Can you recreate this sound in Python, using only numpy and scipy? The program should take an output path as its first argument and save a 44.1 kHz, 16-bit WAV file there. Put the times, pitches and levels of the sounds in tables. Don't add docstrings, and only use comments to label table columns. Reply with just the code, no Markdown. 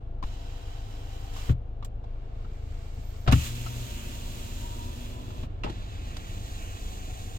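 import sys
import numpy as np
from scipy import signal
from scipy.fft import rfft, irfft, next_fast_len
from scipy.io import wavfile
from scipy.ndimage import map_coordinates

SR = 44100
rng = np.random.default_rng(int(sys.argv[2]) if len(sys.argv) > 2 else 0)


def log_audio(samples):
    frames = np.atleast_2d(samples).T
    limited = np.clip(frames, -1, 1)
    pcm = np.round(limited * 32767).astype(np.int16)
    wavfile.write(sys.argv[1], SR, pcm)


N = 325458
TIME = np.arange(N) / SR
FFT_SIZE = next_fast_len(N + 8192, True)
FREQS = np.maximum(np.arange(FFT_SIZE // 2 + 1) * SR / FFT_SIZE, 1)

# (start [s], stop [s], glass height at start [0-1], glass height at stop [0-1])
PASSENGER_RUN = (0.24, 1.5, .45, 1)
FAR_RUN = (2.04, 3.27, .05, .6)
DOWN_RUN = (3.34, 5.435, 1, 0)
UP_RUN = (5.68, 7.38, 0, .72)
# (frequency [Hz], relative density [dB])
PASSENGER_FRICTION = [(160, -11), (260, 11), (400, -5.5), (600, 3), (800, 6), (1100, -3.5), (1800, -6.5),
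                      (2700, -7.3), (3300, -7), (5000, -10), (6800, -15.5), (9000, -23.5), (13000, -35),
                      (16000, -31)]
FAR_FRICTION = [(300, -4), (700, -10), (1200, -6), (2200, -8.5), (3500, -13), (5000, -14), (8000, -16),
                (11000, -25), (14000, -25), (16000, -22)]
DOWN_FRICTION = [(160, 1), (260, 4), (400, -9), (600, -10), (800, -19), (1100, -17.5), (1800, -19.5),
                 (2700, -17.5), (3300, -13), (4800, -16), (5600, -19), (6800, -15.5), (9000, -19.5),
                 (13000, -25.5), (16000, -22)]
UP_FRICTION = [(160, 6), (260, 5), (400, -2), (600, -6), (800, -8.5), (1100, -12.5), (1800, -15.5),
               (2700, -16.5), (3300, -8.5), (4800, -17), (5600, -20), (6800, -17.5), (9000, -24),
               (13000, -31.5), (16000, -27)]
# (order [multiple of rotor rate], level [dB])
PASSENGER_GEARS = [(3, -61.5), (4, -70), (5, -63), (7, -62.5), (9, -81), (16, -69.5)]
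DOWN_GEARS = [(2, -53.5), (3, -58.5), (4, -66.5), (5, -62.5), (6, -77), (7, -67.5), (27, -67.5)]
UP_GEARS = [(2, -56.5), (3, -65.5), (4, -68), (7, -65), (16, -91)]
# (start [s], end [s], hum gain [dB], whine gain [dB])
DOOR_SWELLS = [(3.49, 3.82, 14, 2), (4.64, 4.85, 1, 9), (6.92, 7.35, 0, 9.5)]
# (time [s], impulse level [dB], duration [s])
LOW_THUDS = [(0.239, -8, 0.024), (1.49, -8.7, 0.0055), (2.445, -35, .004), (2.98, -32, .004),
             (3.275, -7.5, 0.0058), (3.323, -5.5, 0.0035), (5.432, -31, 0.0026), (5.663, -33, 0.001),
             (5.682, -27, 0.0074)]
# (frequency [Hz], level [dB], t60 [s])
DOOR_MODES = [(43.04, -51, .2), (73.2, -5, 0.26), (96.3, -2.5, 0.092), (119.7, 0, 0.14), (159.4, -10, 0.18),
              (250.4, -3.5, .1), (295, -15.5, 0.24), (477, -8, 0.076)]
# (time [s], level [dB], t60 [s], ring frequency [Hz], relative ring level [dB], treble edge [Hz])
CONTACTS = [(0.226, -38, 0.05, 1060, 7, 4500), (0.236, -35, 0.031, 1030, -8, 2450),
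            (1.362, -45, 0.22, 1250, -7, 7000), (1.492, -34, 0.11, 500, 4, 2490),
            (1.825, -43, 0.06, 1200, -1, 3000), (1.846, -40, 0.052, 7720, -4, 14900),
            (2.040, -50.5, .04, 800, 12, 3900), (2.445, -50.5, 0.06, 1400, 2, 2500),
            (3.263, -37, 0.15, 705, -5, 2000), (3.275, -22.5, 0.135, 726, -3, 2800),
            (3.313, -28.5, 0.045, 1200, -13, 10000), (3.322, -19, 0.048, 2900, -4, 9000),
            (3.326, -19, 0.06, 470, -1.5, 2600), (3.662, -34.5, 0.062, 1370, -7, 5000),
            (5.303, -42, 0.057, 700, -17, 4000), (5.431, -41, 0.093, 705, -20, 3340),
            (5.635, -30, 0.063, 2750, -2, 3400), (5.642, -38.5, 0.16, 480, 8, 2800),
            (5.662, -37.5, 0.12, 860, 5, 1580), (5.697, -35.5, 0.051, 364, 5.5, 5430),
            (6.167, -32.5, .035, 4800, -9, 8000)]
# (frequency [Hz], relative density [dB])
CONTACT_SPECTRUM = [(120, 3.5), (300, 3), (450, -5), (800, 1.5), (1600, -1), (3000, -6), (6000, -7),
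                    (15000, -8)]
# (time [s], duration [s], start frequency [Hz], end frequency [Hz], level [dB])
SQUEAK_GLIDES = [(2.94, .035, 13200, 15800, -75), (3.02, 0.054, 14100, 14700, -64),
                 (3.045, .1, 13750, 13900, -68), (3.06, 0.16, 15100, 15300, -73),
                 (3.151, 0.16, 13600, 13750, -70)]
# (order [multiple of firing rate], level [dB], gain once turned [dB], gain once open [dB])
ENGINE_HARMONICS = [(1, -39, -.5, -3.5), (2, -42, -.5, -1.5), (3, -49, 7, -3), (4, -47, 0, -.5),
                    (5, -61, 1, 0), (7, -69, 6, 0)]
# (frequency [Hz], level [dB])
BLOWER_PARTIALS = [(183, -74), (237, -66.5), (476, -65.5), (676, -66)]
# (frequency [Hz], relative density [dB])
CABIN_SPECTRUM = [(20, 19), (42, 20), (65, 14.5), (110, 13), (170, -2.5), (250, 0), (400, -3), (520, -2.5),
                  (750, -4.5), (1000, -17), (1500, -18), (3500, -30.5), (6000, -41.5), (15000, -54.5)]
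OUTDOOR_SPECTRUM = [(35, 9), (65, -11.5), (92, 8.5), (130, -11), (200, -23), (300, -13.5), (500, -30),
                    (800, -32), (1200, -32), (2500, -36), (5000, -49), (15000, -64)]
# (frequency [Hz], share [0-1])
DIRECT_SHARE = [(200, 0.29), (500, 0.1), (1000, 1), (1800, 0.61), (3500, 0.64), (7500, 0.17),
                (10000, 0.071), (15000, 0.14)]
# (frequency [Hz], left gain [dB], right gain [dB])
PORT_RESPONSE = [(30, 2.5, 0), (80, 0.3, -2.3), (675, 0.67, -1.74), (1110, 4, 0.5), (2120, -7, -1.5),
                 (2950, 2, 2.5), (3900, -1, 5), (4600, -2, 0), (5700, -4.5, 1), (7330, -2, 2.5),
                 (10200, -6.5, -10.5), (13260, -0.5, 5), (16004, -4, -10)]

SEAL_DEPTH, SEAL_EDGE = .072, .006
SUNK_HEIGHT = .22
PORT_LAG_S = 0.0004265


def driver_window_down():
    drive = motor(DOWN_RUN, DOWN_GEARS, rotor_hz=118.7, free_speedup=.055,
                  hum_db=-50, whine_db=-60.5, brush_jitter_rad=1.1)
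    return drive + slide(DOWN_RUN, DOWN_FRICTION, nearness=0.64, rumble_db=-48,
                         friction_db=-42, rise_db=6, sunk_db=-3, seal_db=5.5,
                         sizzle_hz=5500, sizzle_db=1, sizzle_rise_db=0, sizzle_sunk_db=-4.5,
                         ring_hz=2780, ring_db=-13.5, ring_t60=.0027)


def driver_window_up():
    drive = motor(UP_RUN, UP_GEARS, rotor_hz=92.9, free_speedup=.018,
                  hum_db=-53, whine_db=-66, brush_jitter_rad=0.8)
    return drive + slide(UP_RUN, UP_FRICTION, nearness=1.27, rumble_db=-52.7,
                         friction_db=-44, rise_db=-3, sunk_db=-2.5,
                         sizzle_hz=5800, sizzle_db=7.3, sizzle_rise_db=3, sizzle_sunk_db=-9.5,
                         ring_hz=2700, ring_db=-12)


def passenger_window():
    drive = motor(PASSENGER_RUN, PASSENGER_GEARS, rotor_hz=97.7, free_speedup=0,
                  hum_db=-49.5, whine_db=-64, brush_jitter_rad=0.5)
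    return drive + slide(PASSENGER_RUN, PASSENGER_FRICTION, nearness=0.4, rumble_db=-60.5,
                         friction_db=-49.9, rise_db=1, sunk_db=0, seal_db=6.3,
                         sizzle_hz=9300, sizzle_db=10, sizzle_rise_db=12, sizzle_sunk_db=0,
                         ring_hz=3200, ring_db=-17, ring_t60=.0025)


def far_window():
    return slide(FAR_RUN, FAR_FRICTION, nearness=0.3, rumble_db=-61,
                 friction_db=-56.3, rise_db=6, sunk_db=-7.5,
                 sizzle_hz=4800, sizzle_db=1.8, sizzle_rise_db=15, sizzle_sunk_db=-8,
                 ring_hz=2700, ring_db=-26)


def motor(run, gear_orders, rotor_hz, free_speedup, hum_db, whine_db, brush_jitter_rad,
          seal_slowing=.045, start_slowing=.1, settle_s=.05, wobble=0.0035, roughness=.35):
    _, sunk, sealed = glass_position(run)
    starting = np.exp(-np.maximum(TIME - run[0], 0) / settle_s)
    hz = rotor_hz * (1 + free_speedup * sunk - seal_slowing * sealed - start_slowing * starting)
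    for start, end, hum_gain_db, whine_gain_db in DOOR_SWELLS:
        swell = gate(start, end, rise_s=.08, fall_s=.08)
        hum_db = hum_db + hum_gain_db * swell
        whine_db = whine_db + whine_gain_db * swell
    phase = 2 * np.pi * np.cumsum(hz * (1 + wobble * drift(20))) / SR
    hum = from_db(hum_db) * tone(phase, rotor_hz)
    gears = sum(from_db(db) * (1 + roughness * drift(30)) * tone(order * phase, order * rotor_hz)
                for order, db in gear_orders)
    flutter = brush_jitter_rad * drift(60)
    whine = from_db(whine_db + 3 * drift(35)) * tone(8 * phase + flutter, 8 * rotor_hz)
    return gate(*run[:2]) * (hum + gears + whine)


def slide(run, spectrum, nearness, rumble_db, friction_db, rise_db, sunk_db, sizzle_hz, sizzle_db,
          sizzle_rise_db, sizzle_sunk_db, ring_hz, ring_db, ring_t60=0.0033, seal_db=0, rumble_hz=1100):
    height, sunk, sealed = glass_position(run)
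    above_half = height - .5
    noise = cabin_noise(spectrum, nearness)
    rumble = shape(noise, 1 / (1 + (FREQS / rumble_hz) ** 4))
    sizzle = shape(noise, 1 / (1 + (sizzle_hz / FREQS) ** 6))
    sizzle_gain = from_db(sizzle_db + sizzle_rise_db * above_half + sizzle_sunk_db * sunk)
    hiss = noise - rumble + (sizzle_gain - 1) * sizzle
    rubber = from_db(ring_db + 1.8 * drift(6)) * unit_rms(ring(hiss, ring_hz, ring_t60))
    grip_db = friction_db + rise_db * above_half + sunk_db * sunk + seal_db * sealed
    grain_db = 0.5 * drift(220) + 0.66 * drift(15)
    friction = from_db(grip_db + grain_db) * (hiss + rubber)
    return gate(*run[:2], fall_s=.04) * (from_db(rumble_db) * rumble + friction)


def glass_position(run):
    height = np.interp(TIME, run[:2], run[2:])
    sunk = np.exp(-(height / SUNK_HEIGHT) ** 2)
    sealed = .5 + .5 * np.tanh((height - 1 + SEAL_DEPTH) / SEAL_EDGE)
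    return height, sunk, sealed


def thuds(rebound_s=.03, rebound_db=-5.5, rebound_stretch=1.9, left_db=0.5):
    force = np.zeros(N)
    rebounds = [(start + rebound_s, db + rebound_db, length * rebound_stretch)
                for start, db, length in LOW_THUDS]
    for start, db, length in [*LOW_THUDS, *rebounds]:
        push = np.sin(np.pi * np.clip((TIME - start) / length, 0, 1)) ** 2
        force += from_db(db) * push / push.sum()
    boom = sum((-1) ** (k + 1) * from_db(db) * ring(force, hz, t60)
               for k, (hz, db, t60) in enumerate(DOOR_MODES))
    return np.array([from_db(left_db) * boom, np.interp(TIME - PORT_LAG_S, TIME, boom)])


def clacks(chatter_db=0.5, ring_t60=0.025, attack_s=.0012):
    out, size = np.zeros((2, N)), SR // 5
    rattle = cabin_noise(CONTACT_SPECTRUM, nearness=0.57) * from_db(chatter_db * drift(260))
    age = TIME[:size]
    for start, db, t60, ring_hz, ring_db, edge_hz in CONTACTS:
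        at = round(start * SR)
        contact = rattle[:, at:at + size]
        knock = unit_rms(lowpass(contact, edge_hz))
        ringing = from_db(ring_db) * unit_rms(ring(contact, ring_hz, ring_t60))
        envelope = from_db(db - 60 * age / t60) * (1 - np.exp(-age / attack_s))
        out[:, at:at + size] += envelope * (knock + ringing)
    return out


def squeaks(waver_hz=130.0, roughness=0.36, right_db=5):
    out, size = np.zeros(N), SR // 5
    waver = waver_hz * drift(700)
    flicker = 1 + roughness * drift(180)
    for start, length, start_hz, end_hz, db in SQUEAK_GLIDES:
        span = slice(round(start * SR), round(start * SR) + size)
        progress = np.clip(TIME[:size] / length, 0, 1)
        hz = start_hz + (end_hz - start_hz) * progress + waver[span]
        out[span] += from_db(db) * np.sin(np.pi * progress) * np.sin(2 * np.pi * np.cumsum(hz) / SR)
    return out * flicker * from_db([[0], [right_db]])


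def engine(firing_hz=26.5, wander=.003, unevenness_db=.4, turn_span_s=(2.1, 2.7)):
    hz = firing_hz * (1 + wander * drift(2))
    phase = 2 * np.pi * np.cumsum(hz) / SR
    turned = np.interp(TIME, turn_span_s, [0, 1])
    _, leak = window_opening()
    boom = np.zeros((2, N))
    for order, db, turn_db, open_db in ENGINE_HARMONICS:
        level_db = db + turn_db * turned + open_db * leak + unevenness_db * drift(7.2)
        boom -= from_db(level_db) * tone(order * phase, order * firing_hz)
    return boom * pan(left_db=-1.3 - 2.2 * leak)


def blower(wander_rad=0.49):
    return sum(from_db(db) * tone(2 * np.pi * hz * TIME + wander_rad * drift(12), hz)
               for hz, db in BLOWER_PARTIALS)


def outdoors(small_gap_db=-44, growth_db=4.5):
    gap, leak = window_opening()
    gain = leak * from_db(small_gap_db + growth_db * gap)
    return gain * cabin_noise(OUTDOOR_SPECTRUM, nearness=0.63) * pan(left_db=-2.5)


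def window_opening(leak_gap=.12):
    height = np.interp(TIME, [*DOWN_RUN[:2], *UP_RUN[:2]], [*DOWN_RUN[2:], *UP_RUN[2:]])
    gap = 1 - height
    return gap, 1 - np.exp(-gap / leak_gap)


def cabin_rumble(level_db=-42.4):
    return from_db(level_db) * cabin_noise(CABIN_SPECTRUM, nearness=0.34)


def cabin_noise(spectrum, nearness, coherence_hz=365, ripple_db=2.4):
    direct, mid, side = rfft(rng.standard_normal((3, FFT_SIZE)))
    share = np.clip(nearness * per_frequency(DIRECT_SHARE)[0], 0, 1)
    coherence = .96 / (1 + (FREQS / coherence_hz) ** 4)
    diffuse = np.sqrt((1 + coherence) / 2) * mid + np.sqrt((1 - coherence) / 2) * side * [[1], [-1]]
    lag = np.exp(-2j * np.pi * FREQS * PORT_LAG_S * [[0], [1]])
    field = np.sqrt(share) * direct * lag + np.sqrt(1 - share) * diffuse
    ripple_grid = np.linspace(0, SR / 2, 500)
    ripple = np.array([np.interp(FREQS, ripple_grid, row) for row in rng.standard_normal((2, 500))])
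    colour = from_db(per_frequency(spectrum) + ripple_db * ripple * (1 - coherence))
    low_cut = 1 / np.sqrt(1 + (.8 * spectrum[0][0] / FREQS) ** 8)
    return unit_rms(irfft(colour * low_cut * field, FFT_SIZE)[:, :N])


def tone(phase, hz):
    return np.sqrt(2) * np.cos(phase - 2 * np.pi * hz * PORT_LAG_S * np.array([[0], [1]]))


def ring(force, hz, t60):
    decay, step_rad = from_db(-60 / (t60 * SR)), 2 * np.pi * hz / SR
    feedback = [1, -2 * decay * np.cos(step_rad), decay * decay]
    return signal.lfilter([0, np.sin(step_rad)], feedback, force + 1e-18)


def drift(rate_hz):
    steps = rng.standard_normal(2048)
    return map_coordinates(steps, [TIME[::32] * rate_hz], order=3, mode="wrap").repeat(32)[:N]


def gate(start, stop, rise_s=.01, fall_s=.025):
    return np.interp(TIME, [start - rise_s, start, stop, stop + fall_s], [0, 1, 1, 0])


def pan(left_db):
    return from_db(left_db * np.array([[.5], [-.5]]))


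def per_frequency(rows):
    hz, *columns = np.transpose(rows)
    return np.array([np.interp(np.log(FREQS), np.log(hz), column) for column in columns])


def shape(x, gain):
    return irfft(rfft(x, FFT_SIZE) * gain, FFT_SIZE)[..., :N]


def lowpass(x, hz):
    return signal.sosfilt(signal.butter(2, hz, fs=SR, output="sos"), x)


def from_db(db):
    return 10 ** (np.asarray(db) / 20)


def unit_rms(x):
    return x / np.sqrt(np.mean(x ** 2) + 1e-20)


def scene():
    windows = passenger_window() + far_window() + driver_window_down() + driver_window_up()
    background = engine() + blower() + outdoors() + cabin_rumble()
    fade = gate(.01, TIME[-1] - .01, fall_s=.01)
    return fade * (windows + thuds() + clacks() + squeaks() + background)


def record(dry):
    coloured = shape(dry, from_db(per_frequency(PORT_RESPONSE)))
    cutoff_hz = 15900
    return signal.sosfilt(signal.ellip(12, .1, 80, cutoff_hz, fs=SR, output="sos"), coloured)


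dry = scene()
out = record(dry)
log_audio(out)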